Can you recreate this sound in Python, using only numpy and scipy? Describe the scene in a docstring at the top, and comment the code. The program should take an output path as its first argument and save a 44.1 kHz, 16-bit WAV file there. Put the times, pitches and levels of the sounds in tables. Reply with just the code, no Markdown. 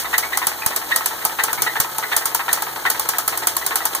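"""Close above an open engine bay, a six-cylinder petrol engine idles.
The bed is the hum of the firing orders, the tapping and churn of the moving parts and a steady hiss.
On most turns of the crank a sharp, spitting clack cuts through; half a turn later comes a duller,
rattling knock, at times with a squawk. Both ring in the bay, and some hard clacks thump the microphone."""
import sys
import numpy as np
from scipy import signal
from scipy.fft import rfft, irfft
from scipy.io import wavfile

SR = 44100
rng = np.random.default_rng(int(sys.argv[2]) if len(sys.argv) > 2 else 0)


def put_to_file(sound):
    """Save the sound as 16-bit audio at rate SR, in the file named by the first command-line argument."""
    columns = np.atleast_2d(sound).T  # one column per channel
    safe = np.clip(columns, -1, 1)
    whole_steps = np.round(safe * 32767)
    wavfile.write(sys.argv[1], SR, whole_steps.astype(np.int16))


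N = 176400

# idle speed: (time [s], crank speed [turns/min])
CRANK_SPEED = [(0, 622), (.5, 625), (.9, 606), (1.4, 644), (1.9, 662), (2.7, 646), (3.5, 623), (4, 630)]
# faders of the two lowest hum tones: (time [s], sixth order [dB], twelfth order [dB])
LOW_HUM_FADERS = [(0, -48, -63), (.7, -54, -63), (1.4, -55, -61), (1.55, -55, -55), (1.75, -66, -53.5),
                  (2.3, -66, -56), (2.7, -60, -56), (3.4, -54, -58), (4, -53, -58)]
# upper hum tones: (order [multiple of the crank rate], level [dB])
UPPER_HUM = [(17, -61), (24, -63.5), (31, -53.5)]
# resonances of the block and the bay: (frequency [Hz], relative level [dB], t60 [s])
BAY_MODES = [(343.3, -14.5, 0.11), (452.5, -12, 0.2), (654.2, -9.5, 0.14), (725.5, -8, 0.19),
             (797, 2, 0.056), (881.5, 3, 0.11), (958, 7, 0.035), (1094, 2, 0.071), (1190, -10, 0.16),
             (1281, 2, 0.069), (1337, 0, 0.077), (1468, -7, 0.2), (1577, -8, 0.15), (1654, -4, 0.06)]
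# colour of the machinery's noise bed: (frequency [Hz], relative level [dB])
BED_EQ = [(25, -22), (60, -38), (110, -9), (180, -12.5), (400, 2), (560, -0.5), (900, -0.5), (2000, -1),
          (2800, -5), (4000, -3.5), (5200, -8), (8000, -7.5), (15000, -19.5)]
# colour of the airy hiss: (frequency [Hz], relative level [dB])
HISS_EQ = [(3000, -6.5), (5200, -10), (6500, -2), (10000, -0.5), (12200, 6.5), (13000, 8), (14500, 9.5),
           (15500, -10)]
# stereo width of the noise: (frequency [Hz], left-right likeness [ratio, limited to -1..1 in use])
STEREO_LIKENESS = [(40, -1.1), (130, 0.87), (300, 0.46), (700, 0.53), (1700, 1), (2200, -0.55),
                   (2650, -1.256), (3400, 0.91), (4200, 0.65), (5100, -1.094), (6400, 1), (7800, -0.69),
                   (9200, 0.83), (10300, -0.93), (11600, 0.94), (13000, -0.95), (14300, 0.56)]

# cues for the sharp clacks: (time [s], crack level [dB], body level [dB])
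CLACK_CUES = [(-0.012, -7, -13), (0.18, -6, -18), (0.3721, -9.5, -17), (0.4685, -7, -17.5),
              (0.6614, -7.5, -18), (0.761, -9.5, -22), (0.96, -6.5, -20), (1.0585, -7.5, -20.5),
              (1.2498, -7.5, -15.5), (1.4358, -8, -18), (1.529, -12, -16.5), (1.6194, -7, -22),
              (1.8001, -5.5, -23), (1.982, -13.5, -20), (2.1639, -4.5, -16.5), (2.2552, -8.5, -20),
              (2.3467, -8, -15.5), (2.529, -5.5, -20.5), (2.621, -13.5, -17.5), (2.9002, -7.5, -20),
              (2.995, -11, -18.5), (3.0884, -8, -20), (3.1832, -9.5, -18.5), (3.2774, -8, -15.5),
              (3.374, -13.5, -22), (3.47, -5.5, -18.5), (3.5657, -10, -19), (3.6629, -10, -23.5),
              (3.756, -7.5, -18), (3.8531, -8.5, -18.5), (3.9488, -12, -21)]
# colour of the clack's bright front edge: (frequency [Hz], relative level [dB])
CRACK_EQ = [(150, -12), (900, -11.5), (2000, -7), (3200, -13.5), (4300, -1), (5200, -9.5), (7000, 1.5),
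            (11000, 3.5), (13000, 4.5), (15000, 1.5)]
# colour of its scatter in the bay: (frequency [Hz], relative level [dB])
TAIL_EQ = [(300, -4.5), (1000, 12.5), (2600, 9.5), (4000, 7), (5200, 12.5), (6500, 10.5), (9000, 10.5),
           (12000, 10.5), (15000, 9)]
# thin metal that the clacks set ringing: (frequency [Hz], relative level [dB], t60 [s])
METAL_MODES = [(2546, -14.5, 0.044), (4270, -20, .06), (6250, -1.5, 0.046), (6530, 1, .04),
               (7300, -10, 0.031), (8070, -1, 0.067), (11200, 4, 0.041), (13900, -17, 0.026)]
# colour of a blow's direct sound: (frequency [Hz], relative level [dB])
THUD_EQ = [(300, -18), (600, -16.5), (850, -1), (1300, 4.5), (1900, -3), (2500, 1), (3900, -13.5),
           (5000, -28), (15000, -36)]

# cues for the dull knocks: (time [s], body level [dB], clank level [dB])
KNOCK_CUES = [(0.044, -24, -25.5), (0.129, -22.5, -15.5), (0.229, -26.5, -26), (0.322, -25.5, -22),
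              (0.417, -24, -21.7), (0.515, -25.5, -34), (0.6205, -28, -32), (0.7105, -26.5, -28),
              (0.815, -29, -30), (0.9075, -27, -17.5), (1.0075, -25, -27.5), (1.1065, -28.1, -33),
              (1.2075, -36, -29), (1.295, -26, -35), (1.387, -18.5, -16), (1.482, -23.5, -24),
              (1.576, -25.5, -29), (1.664, -22, -20), (1.7545, -22, -22.5), (1.8445, -25, -33),
              (1.9475, -34, -48), (2.0265, -23, -24), (2.117, -20.5, -16), (2.21, -27, -27.5),
              (2.3135, -31, -34), (2.3935, -22.5, -22), (2.481, -20.5, -20.5), (2.5735, -26.4, -32),
              (2.667, -23.5, -31), (2.759, -25.9, -41), (2.8515, -18, -16), (2.946, -28, -29.0),
              (3.0555, -29.3, -45), (3.1345, -24.5, -27), (3.222, -31.7, -49), (3.324, -23.6, -25),
              (3.4195, -26.5, -26.1), (3.5155, -38, -44.4), (3.6135, -28.5, -28.9), (3.708, -21, -23.5),
              (3.804, -25.5, -29), (3.908, -31.5, -39)]
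# ring of the knocking part: (frequency [Hz], relative level [dB], t60 [s])
CLANK_MODES = [(1693, -5, 0.044), (1829, 2.5, 0.062), (1906, -7, 0.035), (1907, 1.5, 0.05),
               (1994, 0, 0.068), (2110, -12, 0.024), (2620, -12, 0.038), (3687, -4, 0.032),
               (4040, -10.5, 0.018), (4080, -22, 0.02)]
# colour of the grit on the clank: (frequency [Hz], relative level [dB])
RASP_EQ = [(300, -38), (800, 6), (2000, 15.5), (2700, 11.5), (3300, 3), (3900, 8), (5200, -3), (8000, -2.5),
           (15000, -6.5)]
# cues for the squawks on some knocks: (time [s], level [dB], pitch [Hz])
SQUAWK_CUES = [(.136, -17.5, 1950), (0.226, -22.5, 2240), (.327, -17, 1973), (.615, -23.5, 2500),
               (0.915, -11, 1897), (1.575, -23.5, 2260), (1.664, -15.5, 1950), (1.757, -19.5, 1820),
               (2.03, -21.5, 2020), (2.122, -16.5, 1806), (2.482, -20, 1810), (2.857, -19, 1820)]
# cues for the microphone thumps and handling rumble: (time [s], level [dB])
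THUMP_CUES = [(0.182, -30), (0.4697, -19), (0.6638, -5.5), (1.589, -16), (1.605, -19), (1.62, -20),
              (1.636, -18), (1.7989, -7), (2.166, -20), (2.349, -36), (3.468, -31)]

FIRINGS_PER_TURN, TAPS_PER_TURN, RATTLE_PER_S = 3, 6, 2500
THUD_ATTACK_S, THUD_HOLD_S = 0.00086, 0.0025


def from_db(db):
    """Decibels to gain."""
    return 10 ** (np.asarray(db) / 20)


def rms_one(x):
    """Scale to rms 1."""
    return x / np.sqrt(np.mean(x ** 2) + 1e-20)


def at_hz(points, hz):
    """Read a curve on a log-frequency axis."""
    f, value = np.transpose(points)
    return np.interp(np.log(hz + 1), np.log(f), value)


def drift(per_s):
    """Random modulation with a spread of about 1, gliding to per_s new values a second."""
    return np.interp(np.arange(N) / SR * per_s, np.arange(N // 20), rng.standard_normal(N // 20))


def noise(eq, ripple_step_hz=68.3):
    """Coloured noise, rippled by reflections, its stereo width varying with frequency; rms 1."""
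    hz = np.arange(N // 2 + 1) * SR / N
    ripple = np.array([np.interp(hz / ripple_step_hz, np.arange(len(row)), row)
                       for row in rng.standard_normal((2, N // 100))])
    ripple_db = 3 * ripple * hz / (hz + 2000)
    mid, side = rfft(rng.standard_normal((2, N))) * from_db(at_hz(eq, hz) + ripple_db)
    alike = np.clip(at_hz(STEREO_LIKENESS, hz), -1, 1)
    return rms_one(irfft(np.sqrt(1 + alike) * mid + np.sqrt(1 - alike) * side * [[1], [-1]], N))


def bursts(times, levels_db, attack_s, hold_s, fall_s):
    """An envelope with one attack, hold and exponential fall for each cue."""
    out, t = np.zeros(N + 2 * SR), np.arange(SR // 4) / SR
    shape = np.minimum(t / attack_s, 1) * np.exp(-np.maximum(t - attack_s - hold_s, 0) / fall_s)
    for s, db in zip(times, levels_db):
        i = SR + int(s * SR)
        out[i:i + len(t)] += from_db(db) * shape
    return out[SR:SR + N]


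def blows(times, levels_db, energy_s=0.013):
    """One hard contact for each cue: an impulse with the energy of a sound energy_s long."""
    out = np.zeros(N + 2 * SR)
    out[SR + (times * SR).astype(int)] = from_db(levels_db) * np.sqrt(energy_s * SR)
    return out[SR:SR + N]


def rattle(width=0.35):
    """Dense random contacts, spread in stereo; rms 1."""
    mid, side = (rng.random((2, N)) < RATTLE_PER_S / SR) * rng.choice([-1, 1], (2, N))
    return rms_one(mid + width * side * np.array([[1], [-1]]))


def ring(force, modes, scatter_db=2):
    """Drive resonances, each a little differently from hit to hit; white noise keeps about its level."""
    out, power = 0, 0
    for k, (hz, db, t60) in enumerate(modes):
        r, w = np.exp(-np.log(1000) / (t60 * SR)), 2 * np.pi * hz / SR
        drive = force * from_db(scatter_db * drift(10))
        mode = signal.lfilter([1, -r * np.cos(w)], [1, -2 * r * np.cos(w), r * r], drive + 1e-18)
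        out = out + (-1) ** k * from_db(db) * mode
        power += from_db(db) ** 2 / (2 * (1 - r * r))
    return out / np.sqrt(power)


def in_bay(force, pan_db=1.6):
    """The block and the bay ring, a little to the left."""
    return ring(force, BAY_MODES) * from_db([[pan_db], [-pan_db]])


def hum(turns):
    """Wavering tones at multiples of the crank rate; midway the lowest gives way to its octave."""
    def tone(order, db, lead_rad):
        phase = 2 * np.pi * order * turns + 0.27 * drift(3.7) + np.array([[0], [lead_rad]])
        return np.sqrt(2) * from_db(db + 1.5 * drift(4.16)) * np.sin(phase)
    times, *faders = np.transpose(LOW_HUM_FADERS)
    low_db, octave_db = (np.interp(np.arange(N) / SR, times, db) for db in faders)
    low = tone(6, low_db, lead_rad=2.13) * from_db([[-3.5], [3.5]])   # panned right
    octave = tone(12, octave_db, lead_rad=0.43)
    return low + octave + sum(tone(order, db, lead_rad=0.98) for order, db in UPPER_HUM)


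def valve_taps(turns, jitter_s=0.00098, scatter_db=3):
    """The valve gear taps lightly and unevenly, in step with the crank."""
    times = np.flatnonzero(np.diff(np.floor(turns * TAPS_PER_TURN))) / SR
    timing, strength = rng.standard_normal((len(times), 2)).T
    return in_bay(blows(times + jitter_s * timing, -42.5 + scatter_db * strength))


def churn(turns, chatter_db=2.5):
    """Moving parts rattle over a noise bed; both throb with the firings and flutter at random."""
    firing = 2 * np.pi * FIRINGS_PER_TURN * turns
    throb = 1 + 0.079 * (.5 * np.cos(firing) + np.cos(2 * firing))
    throb *= from_db(chatter_db * drift(110))
    return from_db(-39.5) * in_bay(throb * rattle()) + from_db(-32.5) * throb * noise(BED_EQ)


def hiss():
    """Air hisses on top with a faint flicker."""
    return from_db(-33 + 0.63 * drift(27)) * noise(HISS_EQ)


def clacks(attack_s=0.00088, hold_s=0.0021, direct_share=0.14, ear_lag_s=0.00022):
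    """A spit of a few milliseconds, its scatter in the bay, and the metal and block ringing after it."""
    times, crack_db, body_db = np.transpose(CLACK_CUES)
    spit = bursts(times, crack_db, attack_s, hold_s, fall_s=0.0026)
    source = noise(CRACK_EQ)[0]
    direct = np.array([source, np.roll(source, int(ear_lag_s * SR))])   # the right ear is farther
    crack = spit * (np.sqrt(direct_share) * direct + np.sqrt(1 - direct_share) * noise(CRACK_EQ))
    tail = bursts(times, crack_db - 12, attack_s=0.0037, hold_s=0.01, fall_s=0.023) * noise(TAIL_EQ)
    metal = from_db(-14) * ring(spit * rng.standard_normal((2, N)), METAL_MODES)
    push = bursts(times, body_db - 10, attack_s, hold_s, fall_s=0.0016)
    body = in_bay(blows(times, body_db - 7) + 2 * push * rattle())
    return crack + tail + metal + thuds(times, body_db - 8) + body


def thuds(times, levels_db):
    """The direct sound of a blow: a short, dull puff of midrange noise."""
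    return bursts(times, levels_db, THUD_ATTACK_S, THUD_HOLD_S, fall_s=0.0023) * noise(THUD_EQ)


def knocks(bounce_lag_s=0.0049, landing_lag_s=0.011):
    """A hard blow thuds and rings the block; the loose part bounces, swells into a clank and lands."""
    times, body_db, clank_db = np.transpose(KNOCK_CUES)
    bounces = bursts(times + bounce_lag_s, body_db - 3.5, THUD_ATTACK_S, THUD_HOLD_S, fall_s=0.023)
    body = in_bay(blows(times, body_db - 3) + bounces * rattle())
    swell = bursts(times, clank_db, attack_s=0.009, hold_s=0.005, fall_s=0.014)
    landing = blows(times + landing_lag_s, clank_db - 6)
    clank = from_db(-2) * ring(swell * rattle(width=1) + landing, CLANK_MODES)
    rasp = from_db(-3) * swell * noise(RASP_EQ)
    return thuds(times, body_db + 1) + body + clank + rasp


def squawks(attack_s=0.008, hold_s=0.003, scoop_depth=0.2, scoop_s=0.006, ear_lag_s=0.0001):
    """A rough tone with its octave scoops up, breaks off and lingers faintly in the bay."""
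    times, db, hz = np.transpose(SQUAWK_CUES)
    t = np.arange(N) / SR
    latest = np.maximum(np.searchsorted(times, t) - 1, 0)
    pitch = hz[latest] * (1 - scoop_depth * np.exp(-abs(t - times[latest]) / scoop_s))
    wobble = 1 + 0.04 * drift(400)
    phase = 2 * np.pi * (np.cumsum(pitch * wobble) / SR - pitch * np.array([[0], [ear_lag_s]]))
    direct = bursts(times, db, attack_s, hold_s, fall_s=0.0035)
    echo = bursts(times + attack_s, db - 8, attack_s, hold_s, fall_s=0.037)
    roughness = from_db(2.5 * drift(400))
    return np.hypot(direct, echo) * roughness * (np.sin(phase) + from_db(-10) * np.sin(2 * phase))


def mic_thumps(length_s=0.0049):
    """Low microphone thumps on hard clacks and a brief handling rumble, left and right in antiphase."""
    out, pulse = np.zeros(N), np.hanning(int(length_s * SR))
    for s, db in THUMP_CUES:
        i = int(s * SR)
        out[i:i + len(pulse)] += from_db(db - 4.5) * pulse
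    return out * np.array([[-.7], [1]])


def scene():
    """The mix: the idling engine as a bed, with the cued hits on top."""
    rpm = np.interp(np.arange(N) / SR, *np.transpose(CRANK_SPEED))
    turns = np.cumsum(rpm) / 60 / SR
    idle = hum(turns) + valve_taps(turns) + churn(turns) + hiss()
    return idle + clacks() + knocks() + squawks() + mic_thumps()


def record(dry):
    """The loudest peaks clip, then a steep low-pass takes off the very top."""
    lowpass = signal.ellip(10, .2, 70, 15500, fs=SR, output="sos")
    return signal.sosfilt(lowpass, np.clip(dry, -.95, .95))


dry = scene()
out = record(dry)
put_to_file(out)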